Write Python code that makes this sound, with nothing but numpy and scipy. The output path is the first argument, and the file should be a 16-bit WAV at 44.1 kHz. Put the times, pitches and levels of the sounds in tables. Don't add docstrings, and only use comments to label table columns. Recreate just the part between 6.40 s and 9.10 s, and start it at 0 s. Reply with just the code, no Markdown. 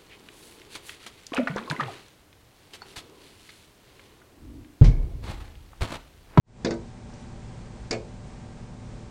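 import sys
import numpy as np
from scipy import signal
from scipy.fft import rfft, irfft, next_fast_len
from scipy.io import wavfile
from scipy.ndimage import map_coordinates

SR = 44100
rng = np.random.default_rng(int(sys.argv[2]) if len(sys.argv) > 2 else 0)


def waveform_to_disk(signal):
    frames = np.transpose(np.atleast_2d(signal))
    scaled = np.clip(frames, -1, 1) * 32767
    samples = np.round(scaled).astype(np.int16)
    wavfile.write(sys.argv[1], SR, samples)


N = 119070

# t/s, gain/dB
FADE_IN = [(0, -60), (.045, -38.5), (0.084, -15.5), (.15, -9.5), (.24, -1), (.32, 0.5)]
# f/Hz, relative level/dB
AIR_SPECTRUM = [(20, -9), (50, 1), (85, -8), (115, -5.5), (145, -4.5), (185, -8.5), (248, -13), (285, -19),
                (400, -17), (700, -23.5), (1000, -24), (1400, -30), (2450, -32), (2700, -35), (5000, -37),
                (7500, -38.5), (8700, -41.5), (9700, -50), (10300, -59)]
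# f/Hz, level/dB
HUM_TONES = [(47, -57.5), (111, -48.5), (189, -55), (229, -56), (248, -55.5), (336, -61.5), (442, -66.5),
             (592, -63), (757, -64.5), (778, -69.5), (884, -67), (1590, -71.5)]
# t/s, spot (0 or 1), push/dB, pane/dB, frame/dB, clatter/dB, crack/dB
CONTACTS = [(.2472, 0, -15, -22.5, -41.5, -26, -25.5), (.3067, 0, -24, -29, -45.5, -34.5, -30),
            (1.5093, 1, -24, -26.5, -38.5, -32.5, -20), (1.5269, 1, -29, -49, -42, -33, -29)]
# f/Hz, T60/s, level struck on spot 0/dB, on spot 1/dB
PANE_MODES = [(118, 0.39, -18, -8), (194, 0.14, -6, -28), (232.3, 0.28, -3.5, -3.5), (337.7, 0.3, 0.5, -19),
              (348.6, 0.36, -34, -1.5), (408.7, 0.51, -14, -21), (437.4, 0.35, -31, -4),
              (459, 0.32, -2.5, -15), (513, 0.36, 1.5, -10), (590.5, 0.21, -4, -5), (659, .28, -21, -2.5),
              (738, 0.11, -10, 1.5), (840, 0.19, -14, -33), (951, 0.52, -24, -28)]
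FRAME_MODES = [(1276, 0.27, -7, -2.5), (1523, 0.16, 0, -13.5), (1712, .16, -7, -5), (2086, 0.11, 3.5, -4.5),
               (2210, 0.19, -7, -2), (2390, 0.13, -19, -2), (2456, .17, -15, -4), (3514, 0.067, 3.5, -6),
               (4390, 0.077, 0.5, -4), (4510, .12, -5, -11), (4630, 0.17, -4.5, 0), (5360, 0.1, -5, -5),
               (6520, 0.13, -13, -10)]
# f/Hz, relative level on spot 0/dB, on spot 1/dB
CLATTER_SPECTRA = [(80, -17, -22), (170, -5, -2), (330, 2, 0), (537, 1.5, 6), (724, -2, -2),
                   (880, -10.5, -9.5), (1680, -5, -4.5), (2480, -11, -2.5), (3270, -24, -14.5),
                   (3660, -12, -15.5), (4500, -18.5, -10), (6000, -17.5, -17.5), (7700, -29.5, -17),
                   (8770, -39, -26), (10300, -65, -48)]
# f/Hz, T60/s
CLATTER_DECAY = [(150, 0.26), (500, 0.4), (1500, 0.13), (4500, 0.19), (9000, 0.17)]
# f/Hz, relative level/dB
CRACK_SPECTRUM = [(500, -4), (2000, -5), (3200, -17), (4600, 4), (6000, -4), (7000, -2), (8000, -18.5),
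                  (9000, -18), (10300, -63.5)]
# t/s, level/dB, f/Hz
TICKS = [(0.2495, -32, 5000), (.268, -34, 3840), (.339, -49, 7000), (0.737, -50, 5800),
         (0.811, -62, 9500), (1.872, -62, 9600)]

RING_T = np.arange(int(SR * .6)) / SR
SNAP_RISE_S = 0.00087


def amp(db):
    return 10 ** (np.asarray(db) / 20)


def along(points, hz):
    freqs, values = np.transpose(points)
    return np.interp(np.log(hz + 1), np.log(freqs + 1), values)


def filtered(x, response):
    size = next_fast_len(len(x) + SR // 2)
    return irfft(rfft(x, size) * response(np.fft.rfftfreq(size, 1 / SR)), size)[:len(x)]


def noise(spectrum, size):
    x = filtered(rng.standard_normal(size), lambda hz: amp(along(spectrum, hz)))
    return x / np.sqrt(np.mean(x ** 2) + 1e-20)


def wobble(per_s):
    return map_coordinates(rng.standard_normal(256), [np.arange(N) * per_s / SR], mode="wrap")


def fall(t, t60):
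    return np.exp(-np.log(1000) * t / t60)


def rise(seconds):
    return 1 - np.exp(-RING_T / seconds)


def add(track, start_s, sound):
    part = track[round(start_s * SR):][:len(sound)]
    part += sound[:len(part)]


def ventilation():
    t = np.arange(N) / SR
    air_db = -43 - 1.08 * wobble(per_s=9)
    air = amp(air_db) * noise(AIR_SPECTRUM, N)
    hum = np.zeros(N)
    for hz, db in HUM_TONES:
        phase = 2 * np.pi * (hz * t + rng.random()) + wobble(per_s=6.96)
        hum += amp(db) * np.sqrt(2) * np.sin(phase)
    return air + hum


def push(hz=240):
    swing = -np.sin(2 * np.pi * hz * RING_T) * fall(RING_T, t60=.02) * rise(seconds=.002)
    return swing / np.abs(swing).max()


def ring(modes, spot, rise_s, scatter_db=3.5):
    ringing = np.zeros(len(RING_T))
    for k, (hz, t60, *spot_db) in enumerate(modes):
        gain = (-1) ** k * amp(spot_db[spot] + scatter_db * rng.standard_normal())
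        ringing += gain * fall(RING_T, t60) * np.sin(2 * np.pi * hz * RING_T)
    return ringing * rise(rise_s)


def clatter(spot):
    spectrum = [(hz, spot_db[spot]) for hz, *spot_db in CLATTER_SPECTRA]
    hz, t, bands = signal.stft(noise(spectrum, len(RING_T)), SR, nperseg=256)
    decay = fall(t, along(CLATTER_DECAY, hz)[:, None])
    _, tail = signal.istft(bands * decay, SR, nperseg=256)
    return tail[:len(RING_T)] * rise(seconds=.0015)


def crack():
    return noise(CRACK_SPECTRUM, len(RING_T)) * fall(RING_T, t60=0.033) * rise(SNAP_RISE_S)


def tick(hz, db_per_octave=41):
    spectrum = [(hz / 4, -2 * db_per_octave), (hz / 2, -db_per_octave), (hz, 0), (hz * 2, -db_per_octave)]
    return noise(spectrum, len(RING_T)) * fall(RING_T, t60=0.037) * rise(SNAP_RISE_S)


def window():
    track = np.zeros(N)
    for start_s, spot, push_db, pane_db, frame_db, clatter_db, crack_db in CONTACTS:
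        knock = (amp(push_db) * push()
                 + amp(pane_db) * ring(PANE_MODES, spot, rise_s=0.012)
                 + amp(frame_db) * ring(FRAME_MODES, spot, rise_s=0.00074)
                 + amp(clatter_db) * clatter(spot)
                 + amp(crack_db) * crack())
        add(track, start_s, knock)
    for start_s, db, hz in TICKS:
        add(track, start_s, amp(db) * tick(hz))
    return track


def scene():
    return (window() + ventilation())[None]


def record(dry):
    top_hz, edge_hz = 10450, 400
    fade = amp(np.interp(np.arange(N) / SR, *np.transpose(FADE_IN)))
    band_limit = lambda hz: np.clip((top_hz - hz) / edge_hz, 0, 1)
    return np.array([filtered(channel * fade, band_limit) for channel in dry])


dry = scene()
out = record(dry)
waveform_to_disk(out)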